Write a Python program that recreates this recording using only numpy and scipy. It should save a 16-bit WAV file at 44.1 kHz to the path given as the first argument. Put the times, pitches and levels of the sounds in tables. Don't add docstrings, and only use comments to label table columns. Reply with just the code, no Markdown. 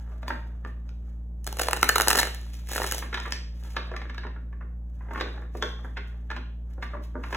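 import sys
import numpy as np
from scipy import signal
from scipy.fft import rfft, irfft
from scipy.io import wavfile

SR = 44100
rng = np.random.default_rng(int(sys.argv[2]) if len(sys.argv) > 2 else 0)


def unload_audio(sound):
    columns = np.transpose(np.atleast_2d(sound))
    steps = np.round(np.clip(columns, -1, 1) * 32767)
    wavfile.write(sys.argv[1], SR, steps.astype(np.int16))


N = 324576

# time_s [s], rub_db [dB], edge_hiss_db [dB]
RIFFLE = [(1.44, -81, -85.5), (1.49, -57, -57), (1.56, -56, -62), (1.63, -50, -49), (1.8, -61, -55),
          (2.065, -54, -48), (2.12, -43, -43), (2.19, -39.5, -34.5), (2.32, -64, -59.5), (2.5, -60.5, -67)]
# time_s [s], rub_db [dB], edge_hiss_db [dB]
CASCADE = [(2.64, -78, -73), (2.709, -55, -46), (2.85, -50, -43.5), (2.98, -53, -48.5), (3.04, -47, -61),
           (3.11, -76, -86)]
# pitch_hz [Hz], level_db [dB]
RUB_COLOUR = [(80, -23), (250, 3), (600, 3.5), (1100, 1.5), (1700, 2), (2400, -15), (3700, -22),
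              (5500, -37.5), (16000, -51.5)]
# pitch_hz [Hz], level_db [dB]
HISS_COLOUR = [(300, -22), (2000, 5), (4000, 5.5), (6800, 4), (9000, -1.5), (12000, -0.5), (16000, -4.5)]


def amp(db):
    return 10 ** (np.asarray(db) / 20)


def unit(x):
    return x / np.sqrt(np.mean(x ** 2) + 1e-20)


def read(points, hz):
    table_hz, value = np.transpose(points)
    return np.interp(np.log(hz + 1), np.log(table_hz + 1), value)


def tinted(x, colour):
    size = x.shape[-1]
    gain = amp(read(colour, np.fft.rfftfreq(size, 1 / SR)))
    return irfft(rfft(x) * gain, size)


def causal(gain):
    cepstrum = irfft(np.log(np.maximum(gain, gain.max() * 1e-5)))
    half = len(cepstrum) // 2
    cepstrum[1:half] *= 2
    cepstrum[half + 1:] = 0
    return np.exp(rfft(cepstrum))


def diffuse(pair):
    # pitch_hz [Hz], likeness [0 to 1]
    likeness = [(60, 1), (130, 0.98), (290, 0.91), (600, 0.5), (1000, 0.13), (1700, 0.66), (2400, .1),
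                (3400, 0.27), (4500, 1), (16000, 0.97)]
    left, other = rfft(pair)
    same = np.clip(read(likeness, np.fft.rfftfreq(pair.shape[1], 1 / SR)), -1, 1)
    right = same * left + np.sqrt(1 - same ** 2) * other
    return irfft(np.array([left, right]), pair.shape[1])


def wander(rate):
    knots = rng.standard_normal(8192)
    return unit(np.interp(np.arange(N) / SR * rate, np.arange(len(knots)), knots))


def add(mix, s, sound):
    part = mix[max(round(s * SR), 0):][:len(sound)]
    part += sound[:len(part)]


def hum():
    # multiple [whole number], level_db [dB rms before wavering]
    orders = [(1, -35), (2, -54), (3, -53.5), (4, -60.5), (5, -68)]
    speed_hz = 58.05
    turns = speed_hz * np.arange(N) / SR + 0.024 * wander(9)
    out = np.zeros(N)
    for k, (_, level_db) in enumerate(orders):
        level = np.sqrt(2) * amp(level_db + 0.062 * k * wander(2.5))
        out += level * np.sin(2 * np.pi * ((k + 1) * turns + rng.random()))
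    return out


def air():
    # pitch_hz [Hz], level_db [dB per Hz]
    air_colour = [(20, -22.5), (40, -13.5), (75, 1), (100, -2.5), (140, -8.5), (240, -11), (400, -16),
                  (650, -20), (1000, -28), (2000, -48), (4000, -52), (8000, -52), (16000, -51)]
    return amp(-54.5) * unit(tinted(diffuse(rng.standard_normal((2, N))), air_colour))


def friction(pressure_db, colour, grains_per_s, grain_share, patchy_db):
    sizes = amp(4.6 * np.minimum(rng.exponential(1, N), 4))
    grains = rng.standard_normal(N) * sizes * (rng.random(N) < grains_per_s / SR)
    firm = np.clip((pressure_db + 78) / 30, .35, 1)
    share = grain_share * firm
    texture = np.sqrt(share) * unit(grains) + np.sqrt(1 - share) * rng.standard_normal(N)
    return unit(tinted(texture, colour)) * amp(pressure_db + patchy_db * firm * wander(110))


def sliding():
    # firmest_s [s], length_s [s], rub_db [dB], edge_hiss_db [dB]
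    strokes = [(.01, 0.099, -53.5, -72.5), (0.113, 0.087, -53, -76), (.282, .014, -50, -52),
               (0.34, 0.52, -56, -75.5), (0.681, .06, -51.5, -74), (0.87, .08, -65, -79),
               (1.084, 0.2, -65.5, -76), (2.558, 0.12, -55.5, -59.5), (3.165, 0.077, -40, -82),
               (3.252, 0.2, -47, -58.5), (3.683, 0.19, -53, -61), (3.865, .18, -48, -80),
               (4.058, .3, -52, -84), (4.273, .16, -56, -99), (4.95, .07, -78, -79),
               (5.195, 0.21, -44, -67), (5.369, 0.22, -50, -76.5), (5.569, 0.093, -58, -65),
               (5.675, 0.12, -57.5, -65), (5.87, 0.2, -59.5, -74.5), (6.09, .33, -57.5, -77.5),
               (6.344, 0.063, -51.5, -83), (6.711, 0.066, -59.5, -74.5), (6.84, 0.056, -48, -64.5),
               (6.955, .1, -48.5, -76), (7.048, 0.044, -66.5, -62), (7.202, 0.16, -59, -89),
               (7.325, 0.18, -48.5, -60.5)]
    # rub_db [dB], edge_hiss_db [dB]
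    holding = (-79, -94.5)
    swell_share, ends_db = 0.51, -10.5
    t = np.arange(N) / SR
    power = np.outer(amp(holding) ** 2, np.ones(N))
    for firmest_s, length_s, *peak_db in strokes:
        near = abs(t - firmest_s) < 2 * length_s
        before = (firmest_s - t[near]) / swell_share
        after = (t[near] - firmest_s) / (1 - swell_share)
        away = np.maximum(before, after) / length_s
        power[:, near] += np.outer(amp(peak_db), amp(ends_db * away ** 1.18)) ** 2
    rub_db, hiss_db = 10 * np.log10(power)
    rub = friction(rub_db, RUB_COLOUR, grains_per_s=260, grain_share=0.72, patchy_db=5)
    hiss = friction(hiss_db, HISS_COLOUR, grains_per_s=410, grain_share=0.68, patchy_db=11.0)
    return amp(-4.0) * rub + amp(4.0) * hiss


def strikes(rows, modes, ring_q, ring, colour, presence_db, presence_share, soft_db, crisp_s,
            scatter, grit, drag_db, drag_s, bend_s, size=4096):
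    # low_hz [Hz], high_hz [Hz]
    bands = [(200, 700), (700, 2200), (2200, 4500), (4500, 16000)]
    grip_db = 2.5
    usual_contact_s = 0.0053
    before = size // 4
    t = (np.arange(size) - before) / SR
    hz = np.fft.rfftfreq(size, 1 / SR)
    out = np.zeros(N)
    knees = np.ravel([(low * 1.15, high / 1.15) for low, high in bands])
    middle_octaves = np.log2(np.clip(hz, *bands[1]) / bands[1][0])
    presence_octaves = np.log2(np.clip(hz, *bands[2]) / bands[2][0])
    bending = np.exp(-4j * np.pi * bend_s * np.sqrt(1000 * hz))
    for strike_s, level_db, bass_db, bright_db, length_s, ring_hz in rows:
        noise, lumps, grip, damping = rng.standard_normal((4, size))
        u = np.maximum(t, 0) / max(length_s * 0.62, 1e-4)
        drag = amp(drag_db) * np.exp(-abs(t) / drag_s)
        scrape = noise * np.exp(grit * lumps) * (np.sqrt(u) * np.exp(-u) + drag)
        click = np.exp(-length_s / crisp_s)
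        force = scrape / np.linalg.norm(scrape) * np.sqrt(1 - click)
        force[before] += np.sqrt(click)

        resonances = [(ring_hz, ring_hz / ring_q, read(ring, ring_hz))]
        for (pitch_hz, width_hz, db), shift, held in zip(modes, grip, damping):
            resonances.append((pitch_hz * (1 + scatter * shift), width_hz, db + grip_db * held))
        body = amp(read(colour, hz)) ** 2
        for pitch_hz, width_hz, db in resonances:
            body = body + amp(db) ** 2 / (1 + ((hz - pitch_hz) / width_hz) ** 2) ** 2
        body = body * amp(-.8 * max(bass_db + 5, 0) * middle_octaves) ** 2
        body = body * amp(-.9 * max(-12 - bright_db, 0) * presence_octaves) ** 2

        push = rfft(force)
        power = abs(push) ** 2 * body
        natural_db = [10 * np.log10(power[(hz > low) & (hz < high)].sum()) for low, high in bands]
        upper_mid_db = presence_db + presence_share * bright_db + soft_db * np.log2(length_s / usual_contact_s)
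        wanted_db = np.array([bass_db, 0, upper_mid_db, bright_db])
        tilt_db = np.repeat(wanted_db - natural_db, 2)
        gain = np.sqrt(body) * amp(read(np.c_[knees, tilt_db], hz))
        sound = irfft(push * bending * causal(gain))
        sound = sound / np.linalg.norm(sound) * np.sqrt(SR / 100)
        add(out, strike_s + t[0], amp(level_db) * sound)
    return out


def tapping():
    # strike_s [s], level_db [dB before the trim below], bass_db and brightness_db [dB over the middle],
    # contact_s [s], ring_hz [Hz]
    knocks = [(.118, -48.5, 0, -29, 0.0091, 1200), (.2303, -39, 0.5, -17.5, 0.0026, 1630),
              (.2808, -30, -9, -9.5, 0.0011, 1000), (.304, -24.5, -8, -29, 0.0033, 1570),
              (.6492, -36, -4, -20, 0.0015, 1790), (.8914, -53, -25, -2, 0.0018, 1450),
              (3.0235, -32.5, -8, -23, 0.0065, 1720), (3.1282, -31, -8, -19, 0.0054, 1640),
              (3.1422, -26, -16.5, -10, 0.0067, 1710), (3.1732, -29.5, -26, -19, 0.0069, 1865),
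              (3.2009, -36.5, -12, -2, 0.0018, 1810), (3.2527, -32, -12, -25, 0.017, 1930),
              (3.3226, -26, -11, 5.5, 0.00046, 1800), (3.7659, -25, -10, -12, 0.0044, 1130),
              (3.9157, -35, 3.5, -21, 0.0024, 1125), (3.9375, -35.5, -5, -33, 0.013, 1730),
              (3.9645, -33.5, -12.5, -10.5, 0.0026, 2030), (4.0167, -39, -13, -15.5, 0.0051, 2210),
              (4.0967, -38, -7, -15, 0.0052, 1694), (4.1451, -43.5, -8, -10.5, .004, 2430),
              (4.1802, -35.5, -11, -8.5, 0.003, 1650), (4.2342, -38.5, -10, -24.5, 0.007, 1690),
              (4.2505, -37.5, -1, -30, 0.0032, 954), (4.267, -40.5, -11, -19.5, 0.0045, 1796),
              (4.3609, -44, -4.5, -35, 0.0098, 1717), (4.5275, -49, -11, -27.5, 0.006, 1750),
              (4.609, -43.5, -8, -32.5, 0.006, 1450), (4.622, -49.5, -5.5, -33, .006, 1150),
              (5.0079, -46, -7, -36, 0.0066, 1652), (5.085, -45, -3, -36, .006, 1100),
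              (5.1089, -35, -1, -30, 0.0052, 1577), (5.133, -37.5, -3, -32, 0.0047, 1306),
              (5.147, -37.5, -10, -26, 0.0055, 1700), (5.157, -30, -9, -29, 0.0062, 1120),
              (5.1764, -34, -11, -19, 0.005, 1120), (5.2, -33.5, -11, -13, 0.005, 1700),
              (5.2095, -26, -10, -11.5, 0.0044, 1130), (5.342, -46, 4, -35, 0.0048, 800),
              (5.4216, -46, -8, -32, .005, 1700), (5.5513, -34.5, 4, -30, 0.0019, 737),
              (5.6247, -22.5, -6, -9, 0.0032, 3460), (5.629, -28, -3.5, -28.5, 0.0022, 1100),
              (5.631, -34.5, 5, -34, .002, 240), (5.79, -48, -6, -32, .006, 1097),
              (5.8452, -37.5, -2.5, -42, 0.0087, 1610), (5.9691, -31, -11, -18, 0.0098, 1934),
              (6.3025, -33, -9.5, -18.5, 0.005, 1150), (6.3129, -31.5, -12.5, -19.5, 0.005, 1345),
              (6.3623, -34, -6, -16.5, 0.0098, 1100), (6.7771, -41, 7, -47, 0.011, 570),
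              (6.8252, -30.5, -11.5, -17.5, 0.006, 1120), (6.9344, -33.5, -0.5, -48, 0.01, 600),
              (6.9493, -37.5, -2, -37, 0.004, 604), (6.968, -41.5, 0, -35, 0.0043, 1500),
              (7.1542, -31, 5.5, -49, 0.0012, 299), (7.163, -44, -1, -46, .002, 950),
              (7.237, -34.5, -14, -17.5, 0.0062, 1130), (7.27, -49, -5, -32, .006, 1300),
              (7.3267, -28, -5, -20.5, 0.0051, 1670), (7.346, -28, -54, -13, 0.0038, 1670)]
    # pitch_hz [Hz], width_hz [Hz], level_db [dB]
    deck = [(239, 19, 6), (387, 140, -6.5), (605, 48, -2.5), (743, 49, -6), (951, 42, 2.5), (1108, 55, 5),
            (1434, 82, 2), (1673, 120, -1.5), (1910, 240, -6.5), (2550, 340, -8)]
    # ring_hz [Hz], level_db [dB]
    ring = [(240, 5), (450, 0), (1100, 3), (2400, 1), (3500, 9)]
    # pitch_hz [Hz], level_db [dB]
    colour = [(60, -34.5), (200, -13.5), (500, -6), (1500, -8.5), (2400, -10), (3800, -8.5), (4600, -16),
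              (6500, -29), (9000, -39.5), (16000, -44.5)]
    return amp(-1.76) * strikes(
        knocks, deck, 14, ring, colour, presence_db=3.5, presence_share=0.73, soft_db=2.5, crisp_s=0.0026,
        scatter=.035, grit=0.45, drag_db=-18.5, drag_s=0.005, bend_s=.0006)


def riffling():
    # grains_per_s [1/s], power_share [0 to 1, at a firm touch], patchiness_db [dB]
    riffle_grain = (260, .85, 4)
    cascade_grain = (780, 0.28, 2.2)
    t = np.arange(N) / SR
    out = np.zeros(N)
    for run, grain in ((RIFFLE, riffle_grain), (CASCADE, cascade_grain)):
        time_s, rub_db, hiss_db = np.transpose(run)
        rub = friction(np.interp(t, time_s, rub_db), RUB_COLOUR, grains_per_s=180, grain_share=0.76, patchy_db=2)
        hiss = friction(np.interp(t, time_s, hiss_db), HISS_COLOUR, *grain)
        during = (t > time_s[0]) * (t < time_s[-1])
        out += (amp(-4) * rub + amp(3.8) * hiss) * during
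    return out


def flicks():
    # bass_db [dB], brightness_db [dB], contact_s [s], ring_hz [Hz]
    usual_flick = (-6, 0, .0008, 1900)
    bass_db, bright_db, length_s, ring_hz = usual_flick
    flicks_per_s, over_hiss_db, spread_db = 55, 5, 3.5
    rows = []
    for run in (RIFFLE, CASCADE):
        time_s, _, hiss_db = np.transpose(run)
        beats = np.arange(round(time_s[0], 1), round(time_s[-1], 1), 1 / flicks_per_s)
        chances = np.clip(rng.standard_normal((128, 4)), -2, 2)
        for beat, (late, force, edge, grip) in zip(beats, chances):
            at = beat + late / flicks_per_s / 2
            level_db = np.interp(at, time_s, hiss_db) + over_hiss_db + spread_db * force
            rows.append((at, level_db, bass_db, bright_db + 4 * edge, length_s, ring_hz * np.exp(0.27 * grip)))
    return rows


def snapping():
    # strike_s [s], level_db [dB before the trim below], bass_db and brightness_db [dB over the middle],
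    # contact_s [s], ring_hz [Hz]
    loud_snaps = [(1.444, -47.5, -12, 15.5, 0.0011, 1800), (1.4666, -33.5, -2.5, 7, 0.0016, 1210),
                  (1.4735, -31.5, -2, 0.5, 0.0027, 1540), (1.5268, -35.5, -3, 1.5, 0.0014, 865),
                  (1.5684, -39, -2, 0, 0.0038, 1290), (1.587, -35, -4.5, 1, 0.0023, 1500),
                  (1.5942, -25, -7.5, 0, 0.0025, 1470), (1.598, -26, -0.5, -8.5, 0.00089, 1090),
                  (1.614, -26, -2, 0.5, 0.002, 1560), (1.618, -26.5, -0.5, 8, 0.0014, 1560),
                  (1.669, -34, 1, -2.5, 0.0018, 800), (1.6848, -21.5, -4, -9.5, 0.00076, 1020),
                  (1.7102, -30.5, -3.5, 1.5, 0.0015, 1460), (1.7312, -20, -12.5, -4.5, 0.0012, 2600),
                  (1.7645, -33.5, -4.5, -2, .0015, 1400), (1.7701, -32, -2, -1, 0.0023, 1620),
                  (1.813, -39, -8, 12, 0.002, 1800), (1.8295, -13.5, -13, -6.5, 0.00095, 1420),
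                  (1.842, -27.5, -5.5, -2, .003, 2500), (1.8896, -26.5, -21, 12, 0.00085, 900),
                  (1.8909, -15, -16, -1.5, 0.0012, 1890), (1.8953, -18.5, -13.5, -11, 0.00097, 2700),
                  (1.9567, -16.5, -9.5, -6, 0.0035, 1300), (1.9811, -20.5, -13.5, -1, 0.0024, 1360),
                  (1.9999, -19, -10.5, -10.5, 0.00041, 1490), (2.0092, -20, -9.5, 0.5, 0.0012, 1260),
                  (2.0185, -23, -5.5, 12.5, 0.0014, 1630), (2.0734, -22.5, -6, -8.5, 0.00046, 965),
                  (2.0828, -14.5, -7, 8.5, 0.0011, 1350), (2.0915, -28, -8, 9, 0.0009, 1900),
                  (2.1008, -24.5, -13, 3, 0.003, 1710), (2.1046, -18, -14, -1, 0.00087, 2420),
                  (2.1113, -20.5, -13, -3, 0.0031, 2640), (2.1297, -21, -9.5, -0.5, 0.0017, 1730),
                  (2.1507, -25, -6.5, -9.5, 0.0019, 1310), (2.1556, -22, -3.5, 1.5, 0.0016, 1380),
                  (2.1705, -27, -6, 6, .0008, 1600), (2.1748, -25.5, -1, 2, 0.0011, 1170),
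                  (2.178, -27.5, -3, 3, 0.00093, 1300), (2.1865, -21.5, -10, 2, .003, 3960),
                  (2.191, -20, -9, 2, 0.0036, 4050), (2.197, -23, -9, 1, .002, 3900),
                  (2.2004, -24, -4, 11.5, 0.0015, 1450), (2.2145, -28.5, -6, -1.5, .0015, 2010),
                  (2.2304, -22.5, -9.5, -7, 0.0014, 1720), (2.2515, -34, -4, -3, 0.0022, 1700),
                  (2.27, -32, -5.5, -5.5, .002, 1490), (2.3464, -41, -17, 7, 0.0017, 1580),
                  (2.6918, -43, -6, 15, 0.0011, 1700), (2.7133, -38.5, -3, -2, 0.0014, 1780),
                  (2.717, -34.5, -3, 2, 0.0011, 1400), (2.7323, -33, -5, 5, 0.0037, 1800),
                  (2.749, -32, -5, 6, 0.0048, 2200), (2.7601, -27.5, -3.5, -10, 0.00091, 1030),
                  (2.7645, -31, -5, 8, 0.0022, 1700), (2.7795, -27.5, -5, -7, 0.00082, 1400),
                  (2.8003, -29.5, 1.5, -17, 0.00094, 900), (2.8181, -27, -6.5, -12, 0.0008, 1100),
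                  (2.832, -36, -1, 4, 0.0009, 1400), (2.8418, -29.5, -4, -9, 0.00065, 990),
                  (2.8448, -31, -6, -9, .0007, 1500), (2.8655, -35, -3, 7, 0.0006, 1530),
                  (2.873, -34, -2, 9, 0.0006, 900), (2.9128, -29, -12, 6.5, 0.0006, 1600),
                  (2.9218, -25.5, -7, 4.5, 0.0013, 1490), (2.9455, -34, 0, 3, 0.001, 900),
                  (2.9487, -36, -4, 14, .001, 1500), (2.9815, -34, 0, 8, 0.00079, 1200),
                  (2.989, -37.5, -3, 9, .001, 1670)]
    # pitch_hz [Hz], width_hz [Hz], level_db [dB]
    packet = [(781, 490, -5), (1350, 130, -4.5), (1517, 100, -5), (1774, 170, -2), (2850, 99, -7.5),
              (4070, 120, -5), (6360, 5500, -15.5)]
    # ring_hz [Hz], level_db [dB]
    ring = [(800, .5), (2600, 1), (4000, 6)]
    # pitch_hz [Hz], level_db [dB]
    colour = [(60, -34), (200, -13.5), (500, -3.5), (1500, -8.5), (2500, -15), (3400, -21), (8000, -20),
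              (12000, -19), (16000, -22.5)]
    return amp(-0.5) * strikes(
        loud_snaps + flicks(), packet, 10, ring, colour, presence_db=-2.0, presence_share=0.41, soft_db=0.84,
        crisp_s=0.0012, scatter=.025, grit=0.66, drag_db=-29, drag_s=.005, bend_s=.0009, size=2048)


def room(x, wet_db, early_db, count=3):
    # pitch_hz [Hz], fade_s [s]
    fade_times = [(150, 0.11), (300, 0.5), (700, 0.42), (1700, 0.41), (3500, 0.52), (6500, .42),
                  (10000, 0.37), (16000, 0.19)]
    # pitch_hz [Hz], level_db [dB]
    room_colour = [(100, 13), (260, 8), (520, 1.5), (900, 0.5), (1350, -0.5), (2000, 1.5), (2700, 2.5),
                   (3500, 1.5), (7000, -2), (15000, 1.5)]
    # [dB, before early_db]
    surfaces = [(.0024, -6), (.0058, -35), (.0108, -25), (0.0119, -9.5), (.0195, -20)]
    out = np.zeros((2, N))
    for k in range(count):
        hz, t, z = signal.stft(diffuse(rng.standard_normal((2, SR))), SR, nperseg=256)
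        fade_db = -60 * t / read(fade_times, hz)[:, None]
        z = z * amp(read(room_colour, hz)[:, None] + fade_db)
        tail = signal.istft(z, SR, nperseg=256)[1][:, :SR]
        tail = tail * np.clip((np.arange(SR) / SR - .003) / 0.0024, 0, 1)
        tail = amp(wet_db) * tail / np.linalg.norm(tail[0])
        share = np.sqrt(2 / count) * np.cos(np.pi * (2.7 * np.arange(N) / SR + k / count))
        out += signal.fftconvolve((x * share)[None], tail, axes=1)[:, :N]
    early = np.zeros((2, SR // 20))
    for delay_s, db in surfaces:
        for side, skew_s in zip(early, rng.uniform(-0.00016, .0001, 2)):
            add(side, delay_s + skew_s, amp(db + early_db) * np.array([.25, .6, .25]))
    return out + signal.fftconvolve(x[None], early, axes=1)[:, :N]


def spaced(pair):
    # pitch_hz [Hz], lead [radians]
    lead = [(0, 0), (100, 0), (600, -.5), (1000, -.1), (2000, .3), (3300, 1.3), (4700, 3.14), (9000, 9.42),
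            (13250, 15.7), (16000, 19.7)]
    # pitch_hz [Hz], difference_db [dB]
    lean = [(100, 0), (300, -1.2), (600, -1.4), (1100, -.4), (2200, -1.3), (4200, 0), (16000, 0)]
    hz = np.fft.rfftfreq(N, 1 / SR)
    phase = np.interp(hz, *np.transpose(lead))
    half = np.exp(1j * phase / 2) * amp(read(lean, hz) / 2)
    return irfft(rfft(pair) * np.array([half, 1 / half]), N)


def scene():
    snaps = snapping()
    taps = tapping()
    slide = riffling() + sliding()
    into_room = amp(-5.3) * snaps + taps + amp(-0.5) * slide
    walls = room(into_room, wet_db=-4.0, early_db=-6)
    return spaced(snaps + taps + slide + walls + air()) + hum()


def record(dry):
    held = dry / (1 + abs(dry / .85) ** 6) ** (1 / 6)
    low_pass = signal.firwin(255, 15900, window=("kaiser", 8), fs=SR)
    return signal.oaconvolve(held, low_pass[None], "same")


dry = scene()
out = record(dry)
unload_audio(out)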